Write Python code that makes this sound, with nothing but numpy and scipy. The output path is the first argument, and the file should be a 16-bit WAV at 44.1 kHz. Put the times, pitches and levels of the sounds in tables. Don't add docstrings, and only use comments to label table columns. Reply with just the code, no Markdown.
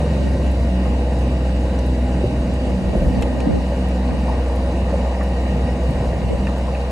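import sys
import numpy as np
from scipy import signal
from scipy.fft import rfft, irfft, next_fast_len
from scipy.io import wavfile
from scipy.ndimage import uniform_filter1d, map_coordinates

SR = 44100
rng = np.random.default_rng(int(sys.argv[2]) if len(sys.argv) > 2 else 0)


def wav_record(signal):
    frames = np.transpose(np.atleast_2d(signal))
    bounded = np.clip(frames, -1, 1)
    quanta = np.round(bounded * 32767).astype(np.int16)
    wavfile.write(sys.argv[1], SR, quanta)


N = 304731

# t/s, dip of the boom/dB, rms level of the shake/dB
JOLTS = [(2.31, 7, -42), (2.81, 8.5, -33), (2.955, 12.5, -22.5), (3.04, 24.5, -36), (3.16, 2.5, -42),
         (3.49, 9.5, -36.5), (4.14, 5.5, -36.5), (5.667, 5, -35), (5.78, 6.5, -35.5), (5.94, 7.5, -27),
         (6.14, 5.5, -29.5), (6.21, 12.5, -29.5), (6.37, 9, -37.5)]
DIP_HALF_S, REBOUND = 0.0257, 0.174

# f/Hz, relative level/dB
SHAKE_COLOUR = [(20, -39.5), (40, 14), (60, 11), (100, -18), (160, 7.5), (300, -38.5), (500, -49)]
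GUST_COLOUR = [(15, -48.5), (25, -24.5), (81, -7), (124, 0), (259, -4.5), (401, -7.5), (557, -7.5),
               (900, -24.5), (1170, -53), (1980, -120)]
# t/s, peak rms level/dB
GUSTS = [(.27, -30.5), (.5, -40.5), (.9, -41), (2.2, -42.5), (2.5, -40.5), (2.7, -32), (2.9, -30),
         (3.17, -17.5), (3.38, -31), (3.52, -19), (4.15, -33), (4.4, -41), (5, -55), (5.65, -37.5),
         (5.9, -39), (6.1, -36.5), (6.32, -30)]
GUST_FADE_DB_PER_S, CALM_GUST_DB = 156.5, -49
SHAKE_HALF_S, SHAKE_LAG_S, CALM_SHAKE_DB = 0.083, 0.105, -44

# f/Hz, relative level/dB
PORT_COLOUR = [(59, -38.5), (100, -27), (223, -12.5), (252, 2), (362, -6), (509, -9.5), (610, 4), (688, -5),
               (808, -13), (1140, -6), (1460, -9.5), (1950, -16), (2500, -4.5), (2780, -5), (3050, -11),
               (3800, -11), (4300, -16.5), (5100, -18), (6000, -24.5), (6900, -39.5), (8000, -28),
               (12200, -27.5), (14500, -30), (15800, -36.5), (22000, -120)]
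# f/Hz, louder left (ratio), later left (ratio)
LEAN = [(100, 0.0051, 0), (300, -0.069, 0.029), (690, -0.03, 0.12), (950, .07, .15), (1200, 0.46, 0.44),
        (1460, .14, .06), (2000, 0, .3), (2450, .1, .4), (2900, -.13, -.1), (3450, .2, -.12),
        (3800, .11, .5), (4300, .05, .03), (5700, .15, .1), (6900, 0, .09), (8600, .02, .38),
        (12000, -.05, 0.9)]
SHARED_TOP_HZ, TOP_HZ = 12400, 15800

# starting peak level/dB, f/Hz, time to fall 60 dB/s
DRONE = (-20, 156.4, 1.85)
HUM_TURNS = 13.89

# first tick t/s, period/s, level before fading/dB, centre f/Hz, width/octaves, time to fall 60 dB/s
FLASHER = (.514, .674, -44, 9800, .7, .035)
# t/s, level before fading/dB, centre f/Hz, width/octaves
CLICKS_AND_RUMBLES = [(.429, -42, 2600, .3), (.855, -27, 800, .8), (1.489, -41, 1700, 0.92),
                      (2.141, -30, 890, 0.54), (1.788, -35, 5300, .8), (2.93, -27, 300, 1.1),
                      (2.975, -26, 420, .7), (3.0, -26, 300, 1), (3.05, -25, 300, 1.2), (3.1, -25, 250, 1),
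                      (3.222, -30, 5200, 1.2), (3.223, -29, 2000, .8), (3.223, -30, 2800, .2),
                      (3.223, -29, 1100, .7), (3.402, -38, 4800, 1.2), (3.402, -32, 1500, 1.2),
                      (4.107, -35, 1700, .6), (4.281, -20, 880, .3), (4.297, -22, 850, 0.27),
                      (5.131, -40, 2000, 0.4), (5.144, -39, 1950, .3), (5.207, -31, 1850, .15),
                      (5.208, -28, 1050, .5), (5.218, -34, 1850, .15), (5.476, -36, 1900, .4),
                      (5.833, -42, 2500, 2.4), (5.66, -27, 300, 1.1), (5.91, -27, 300, 1),
                      (5.957, -36, 1900, .4), (6.02, -28, 300, 1), (6.07, -29, 700, .7),
                      (6.125, -36, 1900, .4), (6.215, -32.5, 1780, 0.57), (6.3, -29, 550, 0.46),
                      (6.468, -29, 1000, .9), (6.468, -40, 5000, .7), (6.469, -31, 2600, .1),
                      (6.469, -29, 1870, .15), (6.484, -29, 900, 0.6), (6.68, -27, 990, 0.36),
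                      (6.747, -32, 2620, 0.14), (6.747, -37, 1700, .6), (6.762, -36, 2000, .2)]
# rate/(1/s), lowest level/dB, mean random extra/dB, centre f/Hz,
# width/octaves (its sign does not matter), time to fall 60 dB/s
RATTLE = (30, -48.5, 1.5, 2200, -0.2, 0.0433)
BURST_T60_S, DULLER_RINGS = .05, .25
CABIN_RING_GROWS, CABIN_RING_WIDENS = .6, 2.2

# t/s, peak level of the knock/dB, f/Hz
THUMPS = [(.9, -17, 228), (2.238, -15, 360), (2.24, -19, 570), (2.245, -12, 85), (2.326, -15, 240),
          (2.34, -19, 240), (2.836, -13, 83), (2.951, -15, 590), (2.953, -14, 198), (2.96, -20, 345),
          (2.972, -17, 190), (3.016, -16, 200), (3.019, -22, 570), (3.083, -12, 115), (3.37, -22, 570),
          (3.468, -8.5, 245), (3.485, -15, 215), (3.53, -14, 88), (3.72, -22, 520), (4.928, -20, 546),
          (4.939, -13.5, 580), (4.954, -20, 550), (5.059, -21, 560), (5.09, -21, 570), (5.108, -23, 600),
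          (5.519, -18, 190), (5.575, -23, 570), (5.607, -24, 540), (5.632, -15, 105), (5.646, -15, 130),
          (5.69, -23, 590), (5.888, -13, 141), (5.904, -20, 230), (6.003, -11, 110), (6.053, -19, 570),
          (6.102, -24, 600), (6.13, -22, 590), (6.131, -19, 110), (6.225, -23, 570), (6.238, -22, 390),
          (6.245, -16, 100), (6.33, -23, 520), (6.347, -23, 540)]
# level against the knock/dB, centre over its pitch (ratio),
# width/octaves, time to fall 60 dB/s
BUMP_EDGE = (-15, 1.4, 1.1, 0.02)
# f/Hz, relative level/dB, time to fall 60 dB/s
FRAME = [(85, -2, 0.097), (108, -14, 0.031), (141.4, -3.5, 0.158), (185, 1, 0.057), (246, 0.5, 0.048),
         (348.4, 10, 0.039), (463, -6.5, 0.045), (550.4, 5.5, 0.063), (631.7, -9, 0.028)]
REACH_OCT, FRAME_RING_DB = 0.565, -8
KNOCK_S, DEEPER_LASTS = .0048, .33

# t/s, rms level of the road/dB, rms level of the drive/dB
RUSH = [(0.0, -28.5, -28.5), (0.25, -25, -34), (1.17, -26, -32), (2.3, -27, -34), (3.33, -24.5, -31),
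        (3.66, -31, -32), (4.2, -30, -30), (4.44, -33.5, -29), (4.7, -26.5, -30.5), (5.14, -29.5, -28.5),
        (5.62, -28, -30.5), (6.58, -33.5, -30.5), (6.91, -39, -31)]
# f/Hz, relative level/dB
ROAD_COLOUR = [(20, -49), (35, -15), (50, -24.5), (70, -3), (90, -7), (120, -10), (190, -10.5), (255, -8),
               (275, -15), (400, -16.5), (440, -23), (580, -13.5), (990, -120)]
DRIVE_COLOUR = [(240, -11.5), (400, -10), (430, -7.5), (486, 2.5), (557, -1), (746, -4), (838, -6),
                (1250, -18), (1400, -47.5), (1820, -18.5), (3080, -120)]
WHIR_COLOUR = [(700, -8.5), (1200, -6.5), (1350, -3.0), (1550, 1.0), (1780, -4.5), (2000, -2.5),
               (2450, -4.5), (3150, -10), (3550, -12.0), (4200, -10), (4900, -10), (5300, -12.5),
               (8000, -15), (11000, -23.0), (11800, -25.5), (12400, -42), (16000, -89.5)]
# f/Hz, width/Hz, gain/dB
CABIN = [(1250, 50, -3.5), (1878, 60, 6), (2620, 40, 2), (2840, 200, 7.5), (3170, 110, -4),
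         (3560, 110, -2.5), (3850, 160, 7), (4560, 250, 1.5), (5260, 170, -2.5)]
# t/s, level/dB against 11 dB under the whir
PANEL = [(0, -0.5), (1, -2.5), (2.4, -9.5), (3.2, 4.5), (4.5, -1.5), (5.5, 6), (6.91, -4)]
WHIR_DB, WHIR_EARLY_DB, WHIR_SETTLES_S = -42.5, 2, 0.385

# t/s, firings per second/Hz
ENGINE = [(0, 22.4), (.3, 21.9), (.6, 21.15), (1.0, 20.95), (6.91, 20.93)]
# t/s, rms level before the dips/dB, gain of its upper overtones/dB
BOOM = [(0, -20, 3.5), (.42, -17.5, 0), (.9, -18, 3), (1.2, -19, 3), (1.9, -18.5, 4.5), (2.17, -19.5, 6),
        (2.6, -21.5, 4.5), (3.4, -21.5, 2), (3.8, -19.5, 2.5), (4.6, -19, 4.5), (5.1, -19.5, 2.5),
        (5.6, -19.5, 1), (6.1, -20, -4), (6.91, -21.5, -1.5)]
# t/s, rms level of 6th/dB, 9th/dB, 12th/dB, hum/dB
OVERTONES = [(0.0, -33.5, -32, -37.5, -36), (0.41, -35.5, -33.5, -38, -35.5), (0.81, -35.5, -27, -41, -33),
             (1.22, -30, -38, -39, -37), (1.62, -38, -30.5, -37.5, -32.5), (2.03, -34.5, -29, -29.5, -41.5),
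             (2.44, -31, -32.5, -32.0, -37), (2.84, -36.5, -27.5, -35.5, -40.5), (3.25, -35, -33, -30, -37),
             (3.65, -41.5, -28, -34.5, -38), (4.06, -37.5, -30, -31, -43), (4.46, -40, -33, -34, -40),
             (4.87, -37.5, -30.5, -33, -51.5), (5.28, -49, -32.0, -36.5, -50),
             (5.68, -39.5, -31, -32, -48.0), (6.09, -30, -33.0, -39.0, -50.5),
             (6.49, -36.5, -29, -37.5, -36.5), (6.9, -38.0, -37, -45, -49)]
# multiple of the firing rate, rms level/dB (multiples of 3 also follow the boom's gain)
ORDER = [(4, -41), (5, -49.5), (7, -40.5), (8, -41), (10, -41), (11, -39.5), (13, -51), (14, -50),
         (15, -44.5), (16, -49.5), (17, -47), (18, -53.5), (19, -58.5), (22, -44.5), (23, -42.5), (24, -47),
         (25, -45.5), (26, -45.5), (27, -54.5), (28, -42.5), (29, -51.5), (30, -49), (31, -50.5), (32, -44),
         (39, -50), (41, -50), (47, -53.5)]


def amp(db):
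    return 10 ** (np.asarray(db) / 20)


def unit(x):
    return x / np.sqrt(np.mean(x ** 2) + 1e-20)


def along(points, hz):
    f, v = np.transpose(points)
    return np.interp(np.log(hz + 1), np.log(f + 1), v)


def curves(rows):
    s, *columns = np.transpose(rows)
    return [np.interp(np.arange(N) / SR, s, column) for column in columns]


def bell(s, half_s):
    return np.exp(-((np.arange(N) / SR - s) / half_s) ** 2)


def wobble(rate):
    return map_coordinates(rng.standard_normal(400), [np.arange(N) * rate / SR], mode="mirror")


def filtered(x, response):
    m = next_fast_len(N + SR // 2)
    return irfft(rfft(x, m) * response(np.fft.rfftfreq(m, 1 / SR)), m)[..., :N]


def rush(db_at, patchy_db):
    spectrum = signal.stft(rng.standard_normal(N), nperseg=512)[2]
    smooth_in_pitch = uniform_filter1d(rng.standard_normal(spectrum.shape), size=6, axis=0)
    patches = unit(uniform_filter1d(smooth_in_pitch, size=10, axis=1))
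    noise = signal.istft(spectrum * amp(patchy_db * patches), nperseg=512)[1][:N]
    return unit(filtered(noise, lambda hz: amp(db_at(hz))))


def add_burst(track, s, db, hz, octaves, t60):
    t, f = np.arange(4096) / SR, np.fft.rfftfreq(4096, 1 / SR)
    weight = np.exp(-(np.log2((f + 1) / hz) / octaves) ** 2)
    band = unit(irfft(rfft(rng.standard_normal(4096)) * weight))
    fade = amp(-60 * t / t60)
    band = band * np.linalg.norm(fade) / np.linalg.norm(fade * band)
    onset = 1 - np.exp(-t / .0012)
    track[round(s * SR):][:4096] += amp(db) * fade * band * onset


def crank():
    rate, = curves(ENGINE)
    return 2 * np.pi * np.cumsum(rate * (1 + 0.002025 * wobble(6))) / SR


def port_noise():
    return amp(-41.5 + 0.8 * wobble(9)) * rush(lambda hz: along(PORT_COLOUR, hz), patchy_db=1.1)


def wind():
    t = np.arange(N) / SR
    shake = amp(CALM_SHAKE_DB) + sum(amp(db) * bell(s + SHAKE_LAG_S, SHAKE_HALF_S) for s, _, db in JOLTS)
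    gust = amp(CALM_GUST_DB) + sum(amp(db - GUST_FADE_DB_PER_S * abs(t - s)) for s, db in GUSTS)
    shake_noise = amp(1.5 * wobble(14)) * rush(lambda hz: along(SHAKE_COLOUR, hz), patchy_db=1.5)
    gust_noise = amp(3 * wobble(18)) * rush(lambda hz: along(GUST_COLOUR, hz), patchy_db=2.5)
    return shake * unit(shake_noise), gust * unit(gust_noise)


def hum(phase):
    hum_db, t = curves(OVERTONES)[-1], np.arange(N) / SR
    low_db, low_hz, t60 = DRONE
    drone = amp(low_db - 60 * t / t60) * np.sin(2 * np.pi * low_hz * t)
    thin = np.sqrt(2) * amp(hum_db + 0.98 * wobble(4.8)) * np.sin(HUM_TURNS * phase)
    return drone + thin


def cabin_ring(f):
    response = 1
    for centre, width, db in CABIN[:6]:
        w, g = width * CABIN_RING_WIDENS, amp(db * CABIN_RING_GROWS / 2)
        off_centre = centre * centre - f * f
        response = response * (off_centre + 1j * f * w * g) / (off_centre + 1j * f * w / g)
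    return response


def clicks_and_rumbles():
    out = np.zeros(N + SR)
    first, period, *tick = FLASHER
    for k in range(10):
        add_burst(out, first + k * period, *tick)
    for s, db, hz, octaves in CLICKS_AND_RUMBLES:
        add_burst(out, s, db, hz, octaves, BURST_T60_S * (hz / 1000) ** -DULLER_RINGS)
    rate, db, scatter_db, hz, octaves, t60 = RATTLE
    gaps, sizes = rng.exponential(size=(400, 2)).T
    for s, size in zip(np.cumsum(gaps) / rate, sizes):
        if s < N / SR:
            add_burst(out, s, db + scatter_db * size, hz, octaves, t60)
    return filtered(out[:N], cabin_ring)


def thumps():
    out, t = np.zeros(N + SR), np.arange(SR // 2) / SR
    modes_hz, level_db, t60 = np.transpose(FRAME)[..., None]
    rings = amp(level_db - 60 * t / t60) * np.sin(2 * np.pi * modes_hz * t) * (1 - np.exp(-t / .004))
    edge_db, above, octaves, edge_t60 = BUMP_EDGE
    for s, db, hz in THUMPS:
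        near = np.exp(-(np.log2(modes_hz / hz) / REACH_OCT) ** 2)
        u = t / (KNOCK_S * (hz / 250) ** -DEEPER_LASTS)
        knock = (u * np.exp(1 - u)) ** 2 * np.sin(2 * np.pi * hz * t)
        frame = amp(FRAME_RING_DB) * (near * rings).sum(axis=0)
        out[round(s * SR):][:len(t)] += amp(db) * (knock + frame)
        add_burst(out, s, db + edge_db, hz * above, octaves, edge_t60)
    return out[:N]


def rolling(phase):
    road_db, drive_db = curves(RUSH)
    whir_db = WHIR_DB + WHIR_EARLY_DB * bell(0, WHIR_SETTLES_S)
    waver = wobble(8.2)
    throb = 1 + 0.021 * np.sin(phase) + 0.071 * np.sin(3 * phase)

    def whir_colour(hz):
        return along(WHIR_COLOUR, hz) + sum(db * np.exp(-((hz - c) / w) ** 2) for c, w, db in CABIN)

    road = amp(road_db + .5 * waver) * rush(lambda hz: along(ROAD_COLOUR, hz), patchy_db=1.5)
    drive = amp(drive_db + .5 * waver) * throb * rush(lambda hz: along(DRIVE_COLOUR, hz), patchy_db=1.2)
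    whir_gain = amp(whir_db + 0.142 * waver + 0.164 * wobble(25)) * (1 + 0.032 * np.sin(phase))
    whir = whir_gain * rush(whir_colour, patchy_db=1.46)
    c, w, _ = CABIN[1]
    panel_noise = rush(lambda hz: np.maximum(-9 * ((hz - c) / w) ** 2, -120), patchy_db=2)
    panel = amp(whir_db + curves(PANEL)[0] - 11) * panel_noise
    return road + drive + whir + panel


def engine(phase):
    boom_db, over_db = curves(BOOM)
    for s, dip, _ in JOLTS:
        boom_db = boom_db + dip * (REBOUND * bell(s, 3 * DIP_HALF_S) - (1 + REBOUND) * bell(s, DIP_HALF_S))
    out = amp(boom_db) * np.sin(3 * phase)
    for k, db, waver_db in zip((6, 9, 12), curves(OVERTONES), (1.5, 3, 1.3)):
        level = amp(db + waver_db * wobble(12))
        out += level * np.cos(k * (phase - np.pi / 6) + .3 * waver_db * wobble(12))
    for k, db in ORDER:
        level = amp(db + (k % 3 == 0) * over_db + 3.2 * wobble(14))
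        out += level * np.sin(k * phase + 2 * np.pi * rng.random() + .5 * wobble(14))
    return np.sqrt(2) * out


def scene():
    phase, bursts = crank(), clicks_and_rumbles()
    shake, gusts = wind()
    shared = shake + hum(phase) + bursts + thumps() + rolling(phase) + engine(phase)
    differing = gusts + port_noise()
    f, louder, later = np.transpose(LEAN)
    differing += filtered(shared, lambda hz: np.interp(hz, f, louder) - 1j * np.interp(hz, f, later))
    differing += amp(-14.0) * np.roll(bursts, 9)
    return np.array([shared + differing, shared - differing])


def record(dry):
    shared = filtered(dry[0] + dry[1], lambda hz: 1 / (1 + (hz / SHARED_TOP_HZ) ** 40)) / 2
    differing = (dry[0] - dry[1]) / 2
    return filtered(np.array([shared + differing, shared - differing]), lambda hz: hz < TOP_HZ)


dry = scene()
out = record(dry)
wav_record(out)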